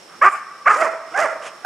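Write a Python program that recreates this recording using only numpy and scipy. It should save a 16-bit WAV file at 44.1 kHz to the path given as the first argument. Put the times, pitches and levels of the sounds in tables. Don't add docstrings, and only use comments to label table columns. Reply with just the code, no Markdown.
import sys
import numpy as np
from scipy import signal
from scipy.fft import rfft, irfft
from scipy.io import wavfile
from scipy.ndimage import uniform_filter1d

SR = 44100
rng = np.random.default_rng(int(sys.argv[2]) if len(sys.argv) > 2 else 0)


def voltage_ratio(level):
    return 10 ** (np.asarray(level, float) / 20)


def dump(signal):
    limited = np.clip(np.atleast_2d(signal).T, -1, 1)
    pcm = np.round(limited * 32767).astype(np.int16)
    wavfile.write(sys.argv[1], SR, pcm)


N = 72765

# time in seconds, pitch in Hz, level in dB, breath hiss in dB re the voice.
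NEAR_BARK_1 = [(.21, 486, -34, -34), (.216, 525, -15, -38), (.226, 585, -5, -30), (.237, 680, -7, -33),
               (.24, 345, -10, -33), (.262, 388, -7, -31), (.284, 397, -6, -33), (.291, 350, -17, -30),
               (.298, 300, -32, -25)]
NEAR_BARK_2 = [(.652, 400, -36, -30), (.664, 560, -13, -38), (.67, 590, -5, -40), (.685, 800, -7, -37),
               (.688, 390, -11, -34), (.713, 432, -7, -32), (.724, 420, -14, -28), (.745, 398, -13, -25),
               (.76, 390, -25, -20)]
DEEP_BARK_1 = [(0.755, 481.1, -13.5, -21), (0.781, 603.3, -25.5, -22), (0.809, 625, -18, -21.5),
               (0.825, 676.1, -9, -33.5), (0.837, 630.3, -21, -15.5), (0.851, 602.6, -16.5, -24.5),
               (0.89, 323.4, -27, -26)]
DEEP_BARK_2 = [(1.155, 508.5, -25.5, -22.5), (1.177, 541.9, -23.5, -16.5), (1.197, 619.3, -15.5, -17.5),
               (1.227, 680, -17.5, -18.5), (1.241, 636.4, -16, -21.5), (1.259, 524.5, -18.5, -23.5),
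               (1.285, 302, -34.5, -39)]
HIGH_BARK_1 = [(1.136, 605.8, -36, -20), (1.15, 736.9, -19, -27), (1.164, 821.2, -24.5, -54),
               (1.188, 845.2, -15, -37), (1.21, 747.7, -30, -33), (1.235, 649, -10.5, -34)]
HIGH_BARK_2 = [(1.632, 614, -21, -40), (1.642, 797.6, -56, -54), (1.65, 800.5, -8.5, -23)]
EARLIER_ECHO = [(.07, 400, -54, -30), (.13, 416, -45, -50), (.2, 400, -51, -33)]
DEEP_GRUNT = [(1.11, 300, -46, -41), (1.125, 308, -36, -30), (1.155, 400, -49, -22)]
ROUGHNESS = [
    (.18, .35),
    (.32, .5),
    (.6, .4),
    (.55, .36),
    (.22, .55),
    (.3, .3),
    (.8, .8),
    (.4, .4),
]
# centre in Hz, width in Hz, gain in dB.
NEAR_THROAT = [(400, 220, -36.5), (700, 600, -10), (1209, 147, 12.5), (1576, 640, -0.5), (2203, 640, -8)]
DEEP_THROAT = [(610, 200, 1.5), (1110, 550, 3), (1850, 970, -4), (2700, 100, -36)]
HIGH_THROAT = [(780, 100, 4.5), (1570, 140, 7.5), (2220, 1200, -14.5)]
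# frequency in Hz, density in dB per Hz.
HISS_COLOUR = [(1500, -58), (3000, -6.5), (3900, -15), (5000, -5), (7500, -7), (10000, -16), (12500, -26.5),
               (14500, -58)]
# centre in seconds, length in seconds, level in dB.
PANT_PUFFS = [
    (1.468, 0.04, -33),
    (1.43, 0.018, -40),
    (3.1, 0.047, -36.5),
    (1.125, .04, -45.5),
]
# frequency in Hz, density in dB.
PANT_COLOUR = [(120, -53), (500, -0.5), (1300, 0.5), (3100, -3.5), (4000, -17), (6500, -11.5), (10000, -19),
               (13500, -47)]
# delay in seconds, level in dB, left over right in dB.
ECHOES = [
    (0.069, -19.5, -5.5),
    (0.106, -24.5, 10),
    (0.159, -36, 2),
    (.23, -51.5, -26),
]
# frequency in Hz, level in dB, 60 dB decay in seconds.
SHED_MODES = [
    (652, -62, .5),
    (1165, -83, 2.0),
]
# frequency in Hz, density in dB.
RUSTLE_COLOUR = [(30, -36.5), (155, -8.5), (600, -0.5), (1300, -7), (2600, -9.5), (4000, -13.5),
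                 (9000, -17.5), (15000, -36.5)]
# frequency in Hz, likeness from 0 to 1.
AIR_LIKENESS = [(60, 0.94), (210, 1), (740, 0.39), (2600, 0.45)]

JITTER, SHIMMER_DB, WOBBLE_HZ = 0.08, 4, 200
PHASE_SCATTER = 0.9
HALF_CYCLE = 0.35
THROAT_TOP_HZ, HISS_PATCH_DB, MIC_LOW_HZ = 2520, 3, 270
NEAR_PAN_DB, FAR_PAN_DB, FAR_LOW_PAN_DB, FAR_YARD_PAN_DB = -2, -4.5, -5, -3
FAR_SPLIT_HZ = 900
YARD_DB, YARD_T60_S, YARD_LOW_HZ, YARD_HIGH_HZ = -18, 1.304, 516, 2500
ECHO_CUT_HZ, ECHO_SMEAR_S = 12000, 0.024
NEAR_ECHO_BRIGHT, FAR_ECHO_BRIGHT = 5.6, 0.19
RUSTLE_DB = -46.5
INSECT_HZ, INSECT_WIDTH_HZ, INSECT_DB = 5400, 540, -55.5
AGC_START_DB, AGC_SHARE, AGC_BACK_DB_PER_S, AGC_AHEAD_S = -24, 0.098, 37.5, 0.006
MIC_BEND, CLIP = 0.024, 1


def rms_one(x):
    return x / np.sqrt(np.mean(x ** 2) + 1e-20)


def at_hz(points, hz):
    table = np.array(points)
    return np.interp(np.log(hz), np.log(table[:, 0]), table[:, 1])


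def drift(size, hz):
    r = np.exp(-2 * np.pi * hz / SR)
    settle = 9000
    noise = rng.standard_normal(size + settle)
    return rms_one(signal.lfilter([1], [1, -2 * r, r * r], noise)[settle:])


def coloured(spectrum, size):
    hz = np.arange(size // 2 + 1) * SR / size + 1
    white = rfft(rng.standard_normal(size))
    return rms_one(irfft(white * voltage_ratio(at_hz(spectrum, hz)), size))


def pan(x, db):
    return x * voltage_ratio(np.array([[db / 2], [-db / 2]]))


def air():
    hz = np.arange(N // 2 + 1) * SR / N + 1
    alike = np.clip(at_hz(AIR_LIKENESS, hz), 0, 1)
    mid, side = rfft(rng.standard_normal((2, N)))
    both = np.sqrt(1 + alike) * mid + np.sqrt(1 - alike) * side * [[1], [-1]]
    rustle = rms_one(irfft(both * voltage_ratio(at_hz(RUSTLE_COLOUR, hz)), N))
    rustle = rustle * voltage_ratio(RUSTLE_DB + 0.5 * drift(N, 2.2))
    chirp_band = 1 / (1 + (2 * (hz - INSECT_HZ) / INSECT_WIDTH_HZ) ** 4)
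    insects = rms_one(irfft(both * chirp_band, N))
    insects = insects * voltage_ratio(INSECT_DB + 1.5 * drift(N, 25))
    return pan(rustle + insects, -2.1)


def throat_gain(throat, hz):
    resonances = sum(voltage_ratio(db) / (1 + (2 * (hz - f) / w) ** 2) for f, w, db in throat)
    return resonances / np.sqrt(1 + (hz / THROAT_TOP_HZ) ** 12)


def overtones(pitch, phase, r, throat):
    gains = [throat_gain(throat, k * pitch) for k in range(1, 11)]
    tone = 0
    for k, gain in enumerate(gains):
        shimmer = voltage_ratio(SHIMMER_DB * r * drift(len(pitch), WOBBLE_HZ))
        stray = PHASE_SCATTER * r * np.sqrt(k) * drift(len(pitch), 100)
        tone = tone + gain * shimmer * np.sin((k + 1) * phase + k * k + stray)
    return np.sqrt(2) * tone / np.sqrt(sum(g ** 2 for g in gains))


def bark(rows, rough, throat, glide=500):
    s, hz, db, hiss_db = np.transpose(rows)
    first, size = int(s[0] * SR), int((s[-1] - s[0]) * SR)
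    t = s[0] + np.arange(size) / SR
    r = np.interp(t, [s[0], s[0] + 0.031, s[0] + 0.0336], [rough[0], rough[0], rough[1]])
    r = np.clip(r, 0, 1)
    pitch = uniform_filter1d(np.interp(t, s, hz), size=glide, mode="nearest")
    phase = 2 * np.pi * np.cumsum(pitch * (1 + JITTER * r * drift(size, WOBBLE_HZ))) / SR
    tone = overtones(pitch, phase, r, throat)
    tone = tone * (1 + HALF_CYCLE * r * np.cos(phase / 2))

    grid = np.geomspace(100, 6000, num=60)
    turbulence = coloured(np.c_[grid, 20 * np.log10(throat_gain(throat, grid))], size)
    gate = 1 + 0.3 * np.cos(phase)
    voice = np.sqrt(1 - r ** 2) * tone + r * gate * turbulence
    hiss_level = voltage_ratio(np.interp(t, s, hiss_db) + HISS_PATCH_DB * drift(size, 62))
    voice = voice + hiss_level * gate * coloured(HISS_COLOUR, size)

    fade_end = s[-1] + (s[-1] > 1.64)
    edge = np.minimum(1, np.minimum(t - s[0], fade_end - t) / 0.0069)
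    loudness = voltage_ratio(uniform_filter1d(np.interp(t, s, db), size=glide, mode="nearest"))
    out = np.zeros(N + SR)
    out[first:first + size] = voice * edge * loudness
    low_cut = signal.butter(2, MIC_LOW_HZ, "high", fs=SR, output="sos")
    return signal.sosfilt(low_cut, out[:N] + 1e-18)


def near_dog():
    first = bark(NEAR_BARK_1, ROUGHNESS[0], NEAR_THROAT, glide=60)
    return first + bark(NEAR_BARK_2, ROUGHNESS[1], NEAR_THROAT, glide=60)


def yard(x, bright):
    t = np.arange(N) / SR
    common, own = rng.standard_normal(N), rng.standard_normal((2, N))
    tail = voltage_ratio(YARD_DB - 60 * t / YARD_T60_S) * np.minimum(1, t / 0.01) / np.sqrt(0.1 * SR)
    band = signal.butter(1, [YARD_LOW_HZ, YARD_HIGH_HZ], "band", fs=SR, output="sos")
    response = signal.sosfilt(band, (common + 0.16 * own) * tail)

    late = 0
    for s, db, side_db in ECHOES:
        smear = voltage_ratio(db - 60 * np.abs(t - s) / ECHO_SMEAR_S) * (t > s)
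        late = late + pan(smear, side_db) / 10
    b, a = signal.butter(1, ECHO_CUT_HZ, fs=SR)
    response = response + signal.lfilter(b, a, (common + 0.097 * own) * late)

    for hz, db, t60 in SHED_MODES:
        swell = np.minimum(1, t / 0.039) ** 2
        ring = np.sin(2 * np.pi * hz * t + 0.5 * drift(N, 36))
        response = response + voltage_ratio(db - 60 * t / t60) * swell * ring
    response = response - bright * np.diff(response, n=2, prepend=0, append=0)
    return signal.fftconvolve(response, x[None], axes=1)[:, :N]


def far_dogs():
    deep = bark(DEEP_BARK_1, ROUGHNESS[2], DEEP_THROAT) + bark(DEEP_BARK_2, ROUGHNESS[3], DEEP_THROAT)
    high = bark(HIGH_BARK_1, ROUGHNESS[4], HIGH_THROAT) + bark(HIGH_BARK_2, ROUGHNESS[5], HIGH_THROAT)
    distant = bark(EARLIER_ECHO, ROUGHNESS[6], NEAR_THROAT)
    grunt = bark(DEEP_GRUNT, ROUGHNESS[7], [(330, 140, -5), (1183, 296, 3.5)])
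    return deep + high + distant + grunt


def aside(x):
    low = signal.sosfiltfilt(signal.butter(2, FAR_SPLIT_HZ, fs=SR, output="sos"), x)
    return pan(low, FAR_LOW_PAN_DB) + pan(x - low, FAR_PAN_DB)


def pants():
    t = np.arange(N) / SR
    puffs = sum(voltage_ratio(db) * np.exp(-(1.5 * (t - s) / d) ** 2) for s, d, db in PANT_PUFFS)
    return coloured(PANT_COLOUR, N) * puffs


def scene():
    near, far = near_dog(), far_dogs()
    mix = air() + pan(near, NEAR_PAN_DB) + yard(near, NEAR_ECHO_BRIGHT)
    mix = mix + aside(far) + voltage_ratio(7.0) * pan(yard(far, FAR_ECHO_BRIGHT), FAR_YARD_PAN_DB)
    return mix + pan(pants(), -2.5)


def band_limit(x):
    return signal.sosfilt(signal.butter(12, 15700, fs=SR, output="sos"), x)


def record(dry):
    t = np.arange(N) / SR
    level = 10 * np.log10(uniform_filter1d(np.mean(dry ** 2, axis=0), size=200) + 1e-12)
    over = np.maximum(level - AGC_START_DB, 0)
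    recovery = AGC_BACK_DB_PER_S * t
    held = np.maximum.accumulate(over + recovery) - recovery
    duck_db = np.interp(t + AGC_AHEAD_S, t, uniform_filter1d(held, size=200))
    x = dry * voltage_ratio(-AGC_SHARE * duck_db)
    bend = x ** 2 - uniform_filter1d(x ** 2, size=1500)
    mix = np.clip(x + MIC_BEND * bend, -CLIP, CLIP)
    return band_limit(mix)


dry = scene()
out = record(dry)
dump(out)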